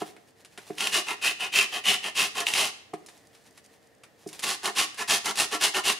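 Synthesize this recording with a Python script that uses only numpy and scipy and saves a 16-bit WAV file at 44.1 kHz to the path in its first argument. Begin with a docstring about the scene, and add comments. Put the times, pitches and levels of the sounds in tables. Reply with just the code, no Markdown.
"""A small tiled kitchen: half an orange is zested on a hand-held steel box grater in two bouts of strokes.
Teeth stick and slip on the peel; the slips rasp, drum the box modes and ring the toothed plate.
Snagged teeth rip free with a burst of noise and a flick of the plate.
Before each bout the fruit is turned with a rustle and damp ticks; soft bumps sound the low box modes.
Faint air noise and hum lie beneath; a decaying noise tail makes the room."""
import sys
import numpy as np
from scipy import signal
from scipy.fft import rfft, irfft
from scipy.io import wavfile
from scipy.ndimage import uniform_filter1d

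SR = 44100
rng = np.random.default_rng(int(sys.argv[2]) if len(sys.argv) > 2 else 0)


def put_to_file(sound):
    """Save the sound as 16-bit audio at rate SR, in the file named by the first command-line argument."""
    columns = np.atleast_2d(sound).T  # one column per channel
    safe = np.clip(columns, -1, 1)
    whole_steps = np.round(safe * 32767)
    wavfile.write(sys.argv[1], SR, whole_steps.astype(np.int16))


N = 264159
TIME = np.arange(N) / SR  # s
OPPOSED = np.array([[1], [-1]])  # opposite sign in left and right


def undb(db):
    """Decibels to gain."""
    return 10 ** (np.asarray(db) / 20)


def unit(x):
    """Scale to rms 1."""
    return x / np.sqrt(np.mean(x ** 2))


def crest(x):
    """Scale to peak 1."""
    return x / np.max(np.abs(x))


def unit_energy(response):
    """Scale a response to energy 1."""
    return response / np.linalg.norm(response)


def add(track, start_s, sound):
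    """Mix a short sound in at start_s."""
    first = max(int(start_s * SR), 0)
    track[first:first + len(sound)] += sound[:N - first]


def convolve(x, response):
    """Pass x through a response, keeping its length."""
    return signal.oaconvolve(x, response)[:len(x)]


def butter(x, order, cutoff_hz, kind="low"):
    """Butterworth filter."""
    return signal.lfilter(*signal.butter(order, cutoff_hz, kind, fs=SR), x)


def colour(x, points, size=2048):
    """Causal minimum-phase filter through (Hz, dB) points, built from the cepstrum."""
    hz, db = np.transpose(points)
    bins_hz = np.maximum(np.fft.rfftfreq(size, 1 / SR), 1)
    gain_db = np.interp(np.log(bins_hz), np.log(hz), db)
    cepstrum = irfft(np.log(undb(gain_db)))
    # fold onto positive time
    cepstrum[1:size // 2] *= 2
    cepstrum[size // 2 + 1:] = 0
    return convolve(x, irfft(np.exp(rfft(cepstrum))))


def ring(hz, db, t60_s, size=12000):
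    """Impulse response of decaying modes; neighbours swing in opposite senses."""
    t = TIME[:size, None]
    modes = np.cos(2 * np.pi * hz * t) * np.exp(-np.log(1000) * t / t60_s)
    return modes @ (undb(db) * (-1) ** np.arange(len(hz)))


def walk(rate_hz):
    """Smooth random wavering of rms near 1, with rate_hz new values a second."""
    hold = int(SR / rate_hz)
    steps = np.repeat(rng.standard_normal(N // hold + 1), hold)
    return unit(uniform_filter1d(steps, hold)[:N])


def grains(rate_hz, spread_db):
    """Clicks at random moments, of random sign and widely spread size, at rms 1."""
    chance = rng.random(N)
    size = np.minimum(rng.standard_normal(N), 2)
    sign = np.sign(rng.standard_normal(N))
    return unit((chance < rate_hz / SR) * sign * undb(spread_db * size))


# spectrum of still kitchen air: pitch_hz [Hz], level_db [dB, relative]
AIR_SPECTRUM = [(18, -33.5), (30, -19.5), (97, 2), (219, -3), (263, 1.5), (467, -1), (747, -0.5),
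                (874, -10.5), (1510, -11.5), (1820, -3.5), (2240, -14), (9680, -24.5), (15500, -29)]
# faint appliance hum: pitch_hz [Hz], waver_hz [new random values/s], level_db [dB rms]
HUM_TONES = [(107, 12, -81.5), (205, 4.5, -76), (455, 5.9, -83.5), (457, 17, -71)]


def air(air_db=-62.0, side_db=-5):
    """Wavering coloured noise, and hum tones whose sine and cosine parts waver independently."""
    mid, side = (unit(colour(rng.standard_normal(N), AIR_SPECTRUM)) * undb(air_db + .8 * walk(25))
                 for _ in range(2))
    hum = np.zeros(N)
    for pitch_hz, waver_hz, level_db in HUM_TONES:
        phase = 2 * np.pi * pitch_hz * TIME
        hum += undb(level_db) * (walk(waver_hz) * np.sin(phase) + walk(waver_hz) * np.cos(phase))
    return mid + hum + undb(side_db) * side * OPPOSED


# left-right difference in the sound off worktop and wall: pitch_hz [Hz], gain_db [dB]
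SCATTER_SPECTRUM = [(100, -18), (500, -21.5), (1100, -8), (2400, -11.5), (4500, -16), (8000, -13.5),
                    (10500, -6.5), (13000, -2.5)]


def kitchen(x, t60_s=0.58, treble_t60_s=0.32, tail_db=-11, early_s=0.0066, split_hz=6000, size=26000):
    """Worktop and wall scatter the sound early; the room rings briefly, its treble dying first."""
    t = TIME[:size]
    ears = []
    for noise in rng.standard_normal((2, size)):
        low = butter(noise, 2, split_hz) * undb(-60 * t / t60_s)
        high = butter(noise, 2, split_hz, "high") * undb(-60 * t / treble_t60_s)
        tail = (low - high) * np.minimum(t / 0.0065, 1)  # 6.5 ms fade-in
        ears.append(x + convolve(x, undb(tail_db) * unit_energy(tail)))
    early = rng.standard_normal(size) * t * np.exp(-t / early_s)
    side = colour(convolve(x, unit_energy(early)), SCATTER_SPECTRUM)
    return np.array(ears) + side * OPPOSED


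def tick(treble_db, decay_s, size=4000):
    """Sticky skin leaves the peel in one short decaying crackle."""
    noise = rng.standard_normal(size)
    crackle = noise * np.abs(noise) * np.exp(-TIME[:size] / decay_s)
    tone = [(100, -13), (900, -3.5), (2000, -2.5),
            (5000, treble_db - 4), (10000, treble_db - 4), (15000, treble_db - 27.5)]
    return crest(colour(crackle, tone))


# clearest damp ticks of fingers and peel: start_s [s], peak_db [dB, before the room], treble_db [dB trim]
DAMP_TICKS = [(.165, -37.5, -13), (.448, -35, -1.5), (.576, -29, -8), (.703, -38, -19), (2.936, -34, -6),
              (3.062, -35, 10), (3.086, -35.5, -3), (3.349, -43, -4), (3.576, -36.5, -2.5),
              (3.645, -45, 15), (4.035, -38, -5.5), (4.273, -35.5, 33), (4.289, -30.5, 5),
              (4.329, -30.5, 2), (4.393, -27, 0.5), (4.944, -32, .5)]
# rustle level, one list per turn of the fruit: time_s [s], level_db [dB, before wavering]
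TURN_LEVELS = [
    [(0.0, -45), (0.032, -47.5), (0.2, -67), (0.5, -64), (0.652, -58.5), (0.8, -56)],
    [(2.98, -66), (3.49, -64.5), (3.896, -73.5), (4.102, -89), (4.24, -59), (4.316, -55), (4.4, -48)],
]


def handling(slide_db=0, tick_s=0.012, faint_rate_hz=9, faint_max_db=-45.5):
    """Fingers and sleeve slide as the fruit is turned: rustling grains, set ticks and random faint ticks."""
    out = np.zeros(N)
    for start_s, peak_db, treble_db in DAMP_TICKS:
        add(out, start_s, undb(peak_db) * tick(treble_db, tick_s))
    slide = colour(grains(rate_hz=2800, spread_db=2), [
        (80, 4.0), (250, 2), (450, 0.5), (900, 10.0), (1300, 1.5),
        (1900, 4.5), (5000, 3.5), (10000, 0.5), (15000, -11.0)])
    motion = np.zeros(N)
    for time_s, level_db in map(np.transpose, TURN_LEVELS):
        motion += undb(np.interp(TIME, time_s, level_db, left=-np.inf, right=-np.inf))
    chance, strength = rng.random((2, N))
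    unsticking = (motion > 0) * (chance < faint_rate_hz / SR) * strength
    faint = undb(faint_max_db) * convolve(unsticking, tick(treble_db=15, decay_s=0.0027))
    return out + faint + unit(slide) * motion * undb(slide_db + 4.1 * walk(33))


# box modes: pitch_hz [Hz, unloaded], bump_db [dB under a bump], rub_db [dB under the teeth],
# t60_s [s, without hand damping]
BOX_MODES = [(165, -6, -27, 0.077), (210.3, -7.5, -11, 0.083), (312.4, -2.5, -13, 0.18),
             (381, 3, -5, 0.065), (429.7, 3.5, -4, 0.069), (637, -7.5, -7.5, 0.058), (707, 1.5, -5.5, 0.1),
             (792, 2, 4.5, 0.029), (1006, -3.5, 3.5, 0.034), (1102, -1, 4.5, 0.038), (1275, 0, -3, 0.033),
             (1396, -13, -1.5, 0.066), (1760, -24, 3, 0.032), (1880, -31, -7, 0.14),
             (2123, -28, -1.5, 0.05)]
# soft bumps of the fruit on the box: start_s [s], peak_db [dB, before the room], bright_hz [Hz, low-pass]
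FRUIT_BUMPS = [(.016, -19.5, 1210), (0.578, -39, 610.5), (.7, -23.5, 604), (2.934, -22, 1170),
               (4.26, -27, 450)]


def bumps(damp_s=0.099, thud_db=-6, thud_s=0.0048, lowest_hz=110, size=12000):
    """The soft fruit pushes slowly, so mostly low box modes sound, with a dull thud of flesh."""
    out, t = np.zeros(N), TIME[:size]
    pitch_hz, bump_db, _, t60_s = np.transpose(BOX_MODES)
    for start_s, peak_db, bright_hz in FRUIT_BUMPS:
        noise = rng.standard_normal(size)
        thud = butter(noise * np.exp(-t / thud_s), 2, lowest_hz, "high")
        drum = crest(ring(pitch_hz, bump_db, t60_s) * np.exp(-t / damp_s))
        soft = butter(drum + undb(thud_db) * thud, 3, bright_hz)
        add(out, start_s, undb(peak_db) * crest(soft))
    return out


# toothed-plate modes, damped by the peel: pitch_hz [Hz, nominal], level_db [dB], t60_s [s]
PLATE_MODES = [(2060, -10.5, 0.014), (2383, -6, 0.0093), (2693, 2, 0.0084), (2963, 2, 0.0084),
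               (3102, -2, .014), (3346, -18, 0.023), (3710, -16, .02)]
# spectrum of tearing peel: pitch_hz [Hz], level_db [dB]
RASP_SPECTRUM = [(40, -25.5), (110, -10), (300, -10.5), (1000, -6), (2200, -5), (3200, -1), (4600, 0),
                 (6300, -2), (8000, -4.5), (9900, -3), (12000, -12.5), (15500, -24.5)]
# loudest snagging teeth: start_s [s], level_db [dB peak, before snag_db], plate_db [dB re tearing]
TOOTH_SNAGS = [(.782, -24, 4), (.806, -16.5, 5), (0.871, -12.5, 3.5), (1.278, -16.5, 6),
               (2.404, -17, -21.5), (2.4674, -11, 11), (2.485, -17, 3), (2.537, -14.5, -2), (2.56, -20, 2),
               (2.579, -14.5, 2), (2.593, -16.5, 13), (4.657, -14.5, -15), (5.257, -19, -23),
               (5.356, -23, -18), (5.746, -22, 8)]


def snags(tear_s=0.0056, grip_s=0.01, snag_db=1, size=4000):
    """A caught tooth rips free and flicks the plate, which the peel grips again at once."""
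    out, t = np.zeros(N), TIME[:size]
    flick = crest(ring(*np.transpose(PLATE_MODES), size=size) * np.exp(-t / grip_s))
    for start_s, level_db, plate_db in TOOTH_SNAGS:
        noise = rng.standard_normal(size)
        tear = crest(colour(noise * np.exp(-t / tear_s), RASP_SPECTRUM))
        add(out, start_s, undb(level_db + snag_db) * crest(tear + undb(plate_db) * flick))
    return out


def catches(rate_hz=60, hold_s=0.0021, extra_db=-4):
    """At random a tooth digs deeper; the force jumps, then decays as it lets go."""
    chance, depth = rng.random((2, N))
    digs = (chance < rate_hz / SR) * 2 * depth
    return 1 + undb(extra_db) * convolve(digs, np.exp(-TIME[:2048] / hold_s))


def teeth(slip_rate_hz=800, slip_s=0.002, drag=1.1, even_samples=450):
    """Teeth stick and slip over a steady drag; the hand evens out the force from moment to moment."""
    starts = np.abs(grains(slip_rate_hz, spread_db=-3))
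    slips = drag + unit(convolve(starts, np.exp(-TIME[:1024] / slip_s)))
    return slips / np.sqrt(uniform_filter1d(slips ** 2, even_samples))


# strokes over the teeth: start_s [s], length_s [s], level_db [dB force, before force_db], direction [down/up]
GRATER_STROKES = [(0, 0.039, -47, "up"), (0.767, 0.16, -32.5, "down"), (0.909, .12, -27.5, "down"),
                  (1.058, 0.1, -38, "up"), (1.21, 0.13, -29.5, "down"), (1.384, 0.11, -38, "up"),
                  (1.518, 0.15, -27, "down"), (1.712, 0.1, -38, "up"), (1.835, 0.15, -26.5, "down"),
                  (2.018, 0.1, -38.5, "up"), (2.144, 0.15, -26.5, "down"), (2.342, 0.11, -35.5, "up"),
                  (2.451, 0.094, -34, "down"), (2.514, 0.2, -27, "down"), (4.42, 0.049, -30.5, "down"),
                  (4.449, 0.12, -29, "down"), (4.621, 0.097, -34, "up"), (4.747, 0.12, -25.5, "down"),
                  (4.967, 0.086, -36, "up"), (5.071, 0.13, -24, "down"), (5.236, 0.098, -32.5, "up"),
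                  (5.358, 0.11, -24.5, "down"), (5.505, 0.08, -32, "up"), (5.598, 0.11, -24, "down"),
                  (5.731, 0.089, -31, "up"), (5.832, 0.12, -25.5, "down")]
# down mostly rasps, up mostly drums the box; by direction: press [share of stroke pressing in],
# ease [share easing off], box_db [dB trim], plate_db [dB trim]
STROKE_DIRECTION = {"down": (0.33, 0.5359, -4.5, -.5), "up": (0.32, 0.45, 3.5, 1)}
# shifting grip, tighter in the second bout, interpolated over strokes:
# time_s [s], plate_db [dB trim], plate_tuning [pitch factor], box_db [dB trim]
GRIP_SHIFTS = [(.9, 0, 1.02, 1.5), (1.21, 3.5, 0.97, -1.5), (1.52, 6, 0.98, -1.5), (1.9, 4.5, 1.02, -1.5),
               (2.5, -2, 0.99, -1.5), (4.42, -6.5, 1.01, 0.5), (4.75, -3.5, 0.986, 0),
               (5.35, -7.5, 1.03, -2.5), (5.8, -1, 1.04, .5)]


def grating(box_db=0, plate_db=0, rasp_db=1, force_db=-0.88, choke_db=5, bite=1.07, size=14000):
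    """Pressed slips tear peel and drive box and plate; each stroke's contact point retunes their modes."""
    detune, patchy_db = .015, 2  # spread of mode pitch (share) and level
    out, slips = np.zeros(N), teeth() * catches()
    # each slip bursts peel cells and tugs box and plate at many points
    rasp_force, box_force, plate_force = (slips * grains(rate_hz=16000, spread_db=2) for _ in range(3))
    box_hz, _, rub_db, box_t60_s = np.transpose(BOX_MODES)
    plate_hz, mode_db, plate_t60_s = np.transpose(PLATE_MODES)
    grip_s, *grip = np.transpose(GRIP_SHIFTS)
    tearing = colour(signal.unit_impulse(2048), RASP_SPECTRUM)

    def body(hz, db, t60_s):
        load, contact = rng.standard_normal((2, len(hz)))
        return ring(hz * (1 + detune * load), db + patchy_db * contact, t60_s, size=4000)

    for start_s, length_s, level_db, direction in GRATER_STROKES:
        press, ease, box_trim_db, plate_trim_db = STROKE_DIRECTION[direction]
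        plate_grip_db, tuning, box_grip_db = (np.interp(start_s, grip_s, column) for column in grip)
        first = max(int(start_s * SR), 0)
        span = slice(first, first + size)
        travel = np.clip((TIME[span] - start_s) / length_s, 0, 1)
        # teeth graze, then bite; pressure holds, then eases
        swell = np.minimum((travel / press) ** bite, (1 - travel) / ease)
        pressure = undb(level_db + force_db) * np.minimum(swell, 1)
        # peel chokes the plate progressively along the stroke
        choking_db = choke_db * (.5 - travel)
        parts = [
            (rasp_force, tearing, rasp_db),
            (box_force, body(box_hz, rub_db, box_t60_s), box_trim_db + box_db + box_grip_db),
            (plate_force, body(plate_hz * tuning, mode_db, plate_t60_s),
             plate_trim_db + plate_db + plate_grip_db + choking_db),
        ]
        for force, response, part_db in parts:
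            drive = force[span] * pressure * undb(part_db)
            add(out, start_s, convolve(drive, unit_energy(response)))
    return out


def scene():
    """All grater sounds share the room, a little right of centre; air and hum lie beneath."""
    left, right = kitchen(grating() + snags() + bumps() + handling())
    left = colour(left, [(100, -7.5), (500, -0.5), (1100, -2.5), (2500, 1.36),
                         (4500, -0.2), (8000, -2), (12000, -1.0)])
    return undb(1.0) * np.array([left, right]) + air()


def record(dry, low_hz=55, top_hz=15600):
    """Thin the deep bass and cut the top steeply."""
    thin = signal.sosfilt(signal.butter(2, low_hz, "high", fs=SR, output="sos"), dry)
    return signal.sosfilt(signal.ellip(10, .2, 80, top_hz, fs=SR, output="sos"), thin)


dry = scene()
out = record(dry)
put_to_file(out)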